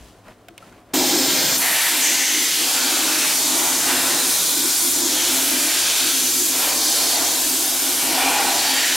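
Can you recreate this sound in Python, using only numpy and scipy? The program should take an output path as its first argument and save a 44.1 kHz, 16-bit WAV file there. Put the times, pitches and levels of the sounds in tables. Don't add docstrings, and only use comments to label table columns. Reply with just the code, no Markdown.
import sys
import numpy as np
from scipy import signal
from scipy.fft import rfft, irfft
from scipy.io import wavfile

SR = 44100
rng = np.random.default_rng(int(sys.argv[2]) if len(sys.argv) > 2 else 0)


def voltage_ratio(decibels):
    exponent = np.asarray(decibels, float) / 20
    return 10 ** exponent


def wrap_up_sound(samples):
    columns = np.atleast_2d(samples).T
    tamed = np.clip(columns, -1, 1)
    steps = np.round(tamed * 32767).astype(np.int16)
    wavfile.write(sys.argv[1], SR, steps)


N = 395136

# frequency in Hz, relative density in dB per Hz.
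ROOM_SPECTRUM = [(18, -36), (30, -9), (108, 1), (156, -11), (292, 1.5), (577, -2.5), (711, 0), (900, -9),
                 (1000, -5.5), (6080, -33), (15600, -33)]
# frequency in Hz, nominal level in dB rms.
SHOP_TONES = [(107.7, -63), (188.4, -64), (242.2, -66), (296.1, -67), (721.4, -66)]
# start in seconds, hold in seconds, rustle, scuff and low bump in dB.
STROKES = [(0, 0.097, -54, -55.5, -50), (.13, 0.066, -60, -60, -58), (0.267, 0.037, -57, -47, -50),
           (.5, .015, -63, -64, -53), (0.617, 0.075, -56, -51.5, -55), (.72, 0.075, -60.5, -53, -53),
           (0.907, .03, -66, -53, -55)]
# frequency in Hz, relative density in dB per Hz.
RUSTLE_SPECTRUM = [(2000, -7), (3000, 0), (6000, -4.5), (10000, -8), (15700, -16)]
# frequency in Hz, relative density in dB per Hz.
SCUFF_SPECTRUM = [(600, 2), (2400, -7)]
BUMP_SPECTRUM = [(35, 0), (65, -1), (350, -6)]
# start in seconds, ring in dB, ring frequency in Hz,
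# ring decay by 60 dB in seconds, relative crack level in dB, crack centre in Hz.
TICKS = [(.005, -38, 58, .35, -60, 600), (0.2824, -38, 640, .1, -33.5, 1200),
         (.319, -48, 900, .04, -43, 1800), (.4845, -34, 700, 0.048, -29.5, 1490),
         (.506, -38, 330, 0.14, -52, 3000), (.5787, -33, 8700, 0.013, -29, 2300),
         (.604, -40, 560, .06, -48, 2600), (.625, -32, 1330, 0.043, -58, 2600),
         (.7254, -42, 1400, .03, -36, 1200)]
# frequency in Hz, bandwidth in Hz, relative level in dB.
PIPE_MODES = [(470, 110, -7), (584, 20, -6), (675, 31, -4), (828, 5.9, -6), (970, 30, -7), (1100, 13, 0),
              (1480, 180, -8), (1840, 50, -11), (2400, 79, -7.5), (3026, 66, -11.5)]
# time in seconds, bore roar in dB, wall ring in dB.
PIPE_LEVELS = [(0.95, -26.5, -29.5), (1.28, -32.5, -27.5), (1.53, -31.5, -27.5), (1.59, -33, -31),
               (1.66, -27.5, -27), (1.71, -30.5, -25.5), (2.58, -39, -26), (2.71, -31, -25.5),
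               (3.31, -32, -26), (3.38, -33.5, -31), (3.67, -29, -27.5), (3.8, -33, -29), (3.89, -28, -24),
               (4.47, -36.5, -32.5), (4.92, -36.5, -34.5), (5.14, -33.5, -28), (5.95, -34.5, -26),
               (6.44, -39.5, -33.5), (6.68, -26, -26.5), (6.79, -32.5, -32.5), (7.22, -29.5, -30),
               (7.51, -35.5, -32.5), (7.98, -34, -31), (8.22, -24.5, -23.5), (8.4, -23.5, -25),
               (8.62, -30.5, -26.5), (8.94, -33.5, -24.5), (8.96, -30, -26)]
# time in seconds, level in dB.
HISS_LEVEL = [(0.95, -21.5), (1.55, -20), (1.59, -23.5), (1.98, -22), (2.02, -23), (2.11, -22),
              (2.69, -21.5), (4.87, -22), (5.3, -20.5), (5.41, -22.5), (5.84, -20.5), (6.77, -22.5),
              (6.84, -21), (7.98, -24), (8.85, -21), (8.96, -21)]
# frequency in Hz, nominal bandwidth in Hz, relative level in dB.
CABINET_MODES = [(193.4, 11, -15), (265.7, 18.6, 1), (307.2, 20, -0.5), (350, 18.4, -1.5), (387.7, 30, -8)]
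# time in seconds, level in dB.
BOOM_LEVEL = [(0.95, -19), (1.1, -28), (1.15, -22), (1.86, -44.5), (1.91, -31.5), (2.31, -41.5),
              (2.38, -32.5), (2.49, -41), (2.62, -29), (2.71, -41), (2.91, -30.5), (3.45, -36.5),
              (3.54, -27), (3.65, -34), (4.29, -30.5), (4.36, -41.5), (4.65, -30), (4.72, -38),
              (5.08, -25.5), (5.14, -35.5), (5.54, -30), (5.97, -43), (6.03, -35), (7.93, -34.5),
              (8.18, -32.5), (8.96, -36)]
# time in seconds, level in dB.
RUMBLE_LEVEL = [(0.95, -40), (1.22, -43), (1.55, -37), (1.62, -46.5), (1.98, -54.5), (3.92, -46),
                (5.66, -51), (5.72, -61), (5.86, -50), (7.84, -54), (8.04, -46.5), (8.96, -52)]
# frequency in Hz, relative density in dB per Hz.
RUMBLE_SPECTRUM = [(25, -15), (60, -14.5), (100, -7.5), (140, -6.5), (180, 0), (225, -5.5)]
# start in seconds, end in seconds,
# frequency in Hz, nominal bandwidth in Hz, level in dB rms before the fades.
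SWELLS = [(0.897, 1.65, 5120, 600, -28), (.9, 1.65, 3900, 700, -35), (.9, 1.62, 533, 200, -31.5),
          (1.597, 1.967, 1870, 500, -27), (1.996, 2.599, 2040, 300, -31), (2.0, 2.196, 6440, 1500, -22),
          (2.153, 2.579, 6130, 900, -26.5), (2.447, 2.856, 2960, 120, -33.5), (2.7, 3.3, 1420, 300, -36.5),
          (3.845, 4.248, 1370, 350, -36.5), (5.1, 5.354, 3100, 500, -30.5), (6.757, 7.3, 4450, 1100, -27),
          (8.14, 8.551, 790, 242, -29.5), (8.45, 8.855, 780, 200, -32.5), (8.173, 8.325, 2400, 70, -30),
          (8.547, 9.0, 4600, 130, -30.5), (8.75, 9.0, 1920, 350, -29)]
# frequency in Hz, relative density in dB per Hz.
AIR_SPECTRUM = [(7400, -19), (8200, 2.5), (9500, -2), (11300, -6), (12300, -6), (13700, 1), (14800, -3),
                (15800, -10)]
# frequency in Hz, relative density in dB per Hz.
GRIT_SPECTRUM = [(7400, -17), (8200, -5.5), (10000, -6), (12000, -7), (14000, -12), (15800, -14.5)]
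# time in seconds, level in dB, lift of the highest treble in dB.
PATTER_LEVELS = [(.95, -26, 2), (1.55, -20, 3), (1.6, -28, 9), (2.0, -25, 2.5), (2.3, -25.5, -0.5),
                 (2.62, -25.5, 3), (2.76, -25, 0), (3.4, -23.5, 0.5), (4.9, -21.5, -0.5), (5.05, -24.5, 0),
                 (5.5, -23.5, 2.5), (5.88, -23.5, -3), (6.0, -23, -0.5), (6.55, -24, 2.5), (6.9, -24, 0.5),
                 (7.9, -24, 3.5), (8.38, -24.5, -1), (8.96, -24, 0)]
# frequency in Hz, nominal level in dB rms.
HUM_TONES = [(44, -57.5), (89, -59.5)]
# frequency in Hz, side over mid in dB.
BLAST_WIDTH = [(30, -17), (80, -2), (200, -22.5), (700, -18), (1500, -26.5), (5200, -17), (5900, -9),
               (9000, -7), (12500, -9), (14000, -8), (15500, -17)]
# frequency in Hz, side over mid in dB.
SHOP_WIDTH = [(60, -23), (700, -17), (2400, -13), (4400, -12), (7000, -3), (15000, -5)]
# band centre in Hz, spread in dB.
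SIDE_PATCHINESS = [(700, 2.8), (1400, 3.2), (7000, 1.6), (9500, 1.7), (12000, 1.2), (14500, 1.6)]

BLAST_ON_S, GRIT_ARRIVES_S = 0.934, 1.572
TIME = np.arange(N) / SR
FREQ = np.fft.rfftfreq(N, 1 / SR) + 1e-3


def rms_one(x):
    return x / np.sqrt(np.mean(x ** 2) + 1e-20)


def in_time(rows):
    s, *columns = np.transpose(rows)
    return [np.interp(TIME, s, column) for column in columns]


def colour(x, points, skirt_db=18.0):
    hz, level_db = np.transpose(points)
    octaves_beyond = np.maximum(np.log2(hz[0] / FREQ), 0) + np.maximum(np.log2(FREQ / hz[-1]), 0)
    gain_db = np.interp(np.log(FREQ), np.log(hz), level_db) - skirt_db * octaves_beyond
    return irfft(rfft(x) * voltage_ratio(gain_db), N)


def noise():
    return rng.standard_normal(N)


def drift(rate_hz):
    steps_per_s = 40
    steps = rng.standard_normal(int(N / SR * steps_per_s) + 2)
    r = np.exp(-2 * np.pi * rate_hz / steps_per_s)
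    slow = signal.filtfilt([1 - r], [1, -r], steps)
    return np.interp(TIME * steps_per_s, np.arange(len(slow)), rms_one(slow))


def resonance(x, hz, width_hz):
    r = np.exp(-np.pi * width_hz / SR)
    poles = [1, -2 * r * np.cos(2 * np.pi * hz / SR), r * r]
    return signal.lfilter([(1 - r * r) / 2, 0, (r * r - 1) / 2], poles, x)


def twice_resonant(x, hz, width_hz):
    return resonance(resonance(x, hz, width_hz), hz, width_hz)


def grains(per_s, count):
    sizes = voltage_ratio(3.1 * np.minimum(rng.exponential(1, (count, N)), 5))
    signs = rng.choice([-1, 1], (count, N))
    return sizes * signs * (rng.random((count, N)) < per_s / SR)


def wavering(hz, db):
    phase = 2 * np.pi * np.cumsum(hz + 2.0 * drift(2.6)) / SR
    return voltage_ratio(db + 3.5 + 3.1 * drift(5.5)) * np.sin(phase)


def room_tone():
    return voltage_ratio(-52) * rms_one(colour(noise(), ROOM_SPECTRUM)) + sum(wavering(hz, db) for hz, db in SHOP_TONES)


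def sleeve_levels():
    rise_db_per_s, fall_db_per_s, rest_db = (180, 450, 400), (130, 350, 250), (-65, -66, -62)
    t = TIME[::32]
    levels = np.transpose([rest_db]) + 0 * t
    for start, hold, *db in STROKES:
        before = np.outer(rise_db_per_s, np.maximum(start - t, 0))
        after = np.outer(fall_db_per_s, np.maximum(t - start - hold, 0))
        levels = np.maximum(levels, np.transpose([db]) - before - after)
    return [np.interp(TIME, t, level) for level in levels]


def sleeves():
    rustle_db, scuff_db, bump_db = sleeve_levels()
    fibres = grains(per_s=9900.0, count=2)
    rustle = voltage_ratio(rustle_db) * rms_one(colour(fibres[0], RUSTLE_SPECTRUM))
    scuff = voltage_ratio(scuff_db) * rms_one(colour(fibres[1], SCUFF_SPECTRUM))
    bump = voltage_ratio(bump_db) * rms_one(colour(noise(), BUMP_SPECTRUM))
    return rustle + scuff + bump


def ticks():
    out, t = np.zeros(N), np.arange(SR // 5) / SR
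    for s, db, hz, t60, crack_db, crack_hz in TICKS:
        burst = rng.standard_normal(len(t))
        build = 1 - np.exp(-t / (0.028 * t60))
        ring = voltage_ratio(db - 60 * t / t60) * build * np.sin(2 * np.pi * hz * t)
        body = rms_one(twice_resonant(burst, crack_hz, crack_hz))
        bright = signal.lfilter([0.6], [1, -0.4], burst[::-1])
        snap = voltage_ratio(crack_db + 30.5) * bright * voltage_ratio(-60 * t / 0.025)
        crack = voltage_ratio(crack_db - 5.5 - 60 * t / 0.034) * (body + snap)
        start = round(s * SR)
        out[start:start + len(t)] += ring + crack
    return out


def workshop():
    return room_tone() + sleeves() + ticks()


def sliced(x, low_hz, high_hz, shape_db, patchy_db, count=6):
    edges, out, power = np.geomspace(low_hz, high_hz, count + 1), 0, 0
    for k, (low, high) in enumerate(zip(edges, edges[1:])):
        gain = voltage_ratio(shape_db(np.sqrt(low * high)) + patchy_db * drift(4.3))
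        band = signal.butter(2, [low, high], "band", fs=SR, output="sos")
        out = out + gain * signal.sosfilt(band, x[k % 2])
        power = power + gain ** 2 * (high - low)
    return rms_one(out / np.sqrt(power))


def leaning(low_hz, high_hz, lower_db):
    share, ratio = np.clip(voltage_ratio(2 * lower_db), 0.05, 0.95), np.sqrt(high_hz / low_hz)
    step_db = 10 * np.log10((1 - share) / share / ratio)
    return lambda hz: step_db * np.log(hz / low_hz) / np.log(ratio)


def wall_swing():
    wall_db = in_time(PIPE_LEVELS)[1]
    return wall_db - wall_db.mean()


def pipe_noise(air):
    modes = sum(voltage_ratio(db) * resonance(air, hz, width) for hz, width, db in PIPE_MODES)
    return air + voltage_ratio(-3.0) * modes


def bore_roar(pipe):
    centre_hz, spread_octaves = 800, 0.26
    roar_db = in_time(PIPE_LEVELS)[0]
    focus_db = 6.5 + 0.51 * (roar_db - roar_db.mean())

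    def peak(hz):
        return focus_db * np.exp(-(np.log2(hz / centre_hz) / spread_octaves) ** 2 / 2)
    return voltage_ratio(roar_db + 0.36 * drift(15.0)) * sliced(pipe, 422, 1222, peak, patchy_db=0.1)


def wall_ring(pipe):
    roar_db, wall_db = in_time(PIPE_LEVELS)
    lead_db = roar_db - wall_db - np.mean(roar_db - wall_db)
    tilt = leaning(1210, 3370, -5.5 + 0.21 * lead_db)
    return voltage_ratio(wall_db + 0.78 * drift(4.2)) * sliced(pipe, 1262, 3220, tilt, patchy_db=0.7)


def jet_hiss(air):
    hiss_db, = in_time(HISS_LEVEL)
    tilt = leaning(3200, 8100, -4 + 0.18 * wall_swing())
    return voltage_ratio(hiss_db + 0.29 * drift(9.7)) * sliced(air, 3200, 7860, tilt, patchy_db=0.9)


def cabinet_boom():
    boom_db, = in_time(BOOM_LEVEL)
    boom = sum(voltage_ratio(db) * twice_resonant(noise(), hz, 1.5 * width) for hz, width, db in CABINET_MODES)
    return voltage_ratio(boom_db + 1.63 * drift(7.3)) * rms_one(boom)


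def rumble():
    level_db, = in_time(RUMBLE_LEVEL)
    return voltage_ratio(level_db + 0.99 * drift(1.7)) * rms_one(colour(noise(), RUMBLE_SPECTRUM))


def swells():
    rise, fall = 0.11, 0.27
    out = np.zeros(N)
    for start, end, hz, width, db in SWELLS:
        a, b = round(start * SR), min(round(end * SR), N)
        band = twice_resonant(rng.standard_normal(SR), hz, 1.44 * width)
        share = np.linspace(0, 1, b - a)
        envelope = np.clip(np.minimum(share / rise, (1 - share) / fall), 0, 1)
        out[a:b] += voltage_ratio(db) * rms_one(band)[a - b:] * envelope
    return out


def treble(air):
    patter_db, lift_db = in_time(PATTER_LEVELS)
    gritty = np.clip((TIME - GRIT_ARRIVES_S) / 0.0091, 0, 1)
    plain = voltage_ratio(-26) * rms_one(colour(air[0], AIR_SPECTRUM))
    patter = voltage_ratio(patter_db) * rms_one(colour(grains(per_s=23000.0, count=1)[0], GRIT_SPECTRUM))
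    top = (1 - gritty) * plain + gritty * patter
    top = top + (voltage_ratio(lift_db) - 1) * resonance(top, 13200, 5000)
    return voltage_ratio(0.68 * drift(6.9)) * top


def choke():
    length_s, depth_db = 0.045, -2.5
    since = (TIME - GRIT_ARRIVES_S) / length_s
    return voltage_ratio(depth_db * (since > 0) * np.clip(2 - 2 * since, 0, 1))


def cabinet(x):
    gun_moves_s, t60_s, wet_share = 0.3, 0.16, 0.14
    hop, out = int(gun_moves_s * SR), np.zeros(N + SR * 3)
    tail, padded = np.arange(SR // 4) / SR, np.pad(x, (hop, 2 * hop))
    for start in range(0, N + hop, hop):
        echo = rng.standard_normal(len(tail)) * voltage_ratio(-60 * tail / t60_s)
        piece = np.sqrt(np.hanning(2 * hop)) * padded[start:start + 2 * hop]
        wet = signal.fftconvolve(piece, echo / np.linalg.norm(echo))
        out[start:start + len(wet)] += wet
    return np.sqrt(1 - wet_share) * x + np.sqrt(wet_share) * out[hop:hop + N]


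def blast():
    air = rng.standard_normal((2, N))
    pipe = pipe_noise(air)
    near = choke() * (bore_roar(pipe) + wall_ring(pipe) + jet_hiss(air)) + treble(air)
    return cabinet(near + swells()) + cabinet_boom() + rumble()


def hum():
    on = np.clip((TIME - 4.75) / 0.05, 0, 1)
    return on * sum(wavering(hz, db) for hz, db in HUM_TONES)


def heard():
    on = np.clip((TIME - BLAST_ON_S) / 0.0068, 0, 1)
    return (1 - on) * workshop(), on * blast() + hum()


def blast_side(jet):
    opening_db = -6 * np.clip(1 - (TIME - BLAST_ON_S) / 0.2, 0, 1)
    spread_db = -0.3 - 0.3 * wall_swing() + 0.9 * drift(1.2) + opening_db
    wide = voltage_ratio(spread_db) * colour(jet, BLAST_WIDTH, skirt_db=0)
    for hz, patchy_db in SIDE_PATCHINESS:
        wide = wide + (voltage_ratio(patchy_db * drift(8.7)) - 1) * resonance(wide, hz, 0.34 * hz)
    return wide


def left_bass(mid):
    left_over_right_db, below_hz = 2, 400
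    balance = np.tanh(np.log(voltage_ratio(left_over_right_db)) / 2)
    return balance * signal.lfilter(*signal.butter(1, below_hz, fs=SR), mid)


def scene():
    mid = sum(heard())
    shop, jet = heard()
    side = blast_side(jet) + left_bass(mid)
    plain = (TIME > BLAST_ON_S) & (TIME < GRIT_ARRIVES_S)
    side = side + plain * (voltage_ratio(-6) - 1) * signal.lfilter(*signal.butter(2, 1000, fs=SR), side)
    side = side + colour(shop, SHOP_WIDTH, skirt_db=0)
    return np.array([mid + side, mid - side])


def band_limit(x):
    return signal.sosfilt(signal.butter(12, 16270, fs=SR, output="sos"), x)


def record(dry):
    rounded = np.tanh(dry)
    low_pass = signal.ellip(10, 0.5, 50, 15800, fs=SR, output="sos")
    mix = signal.sosfilt(low_pass, rounded)
    return band_limit(mix)


dry = scene()
out = record(dry)
wrap_up_sound(out)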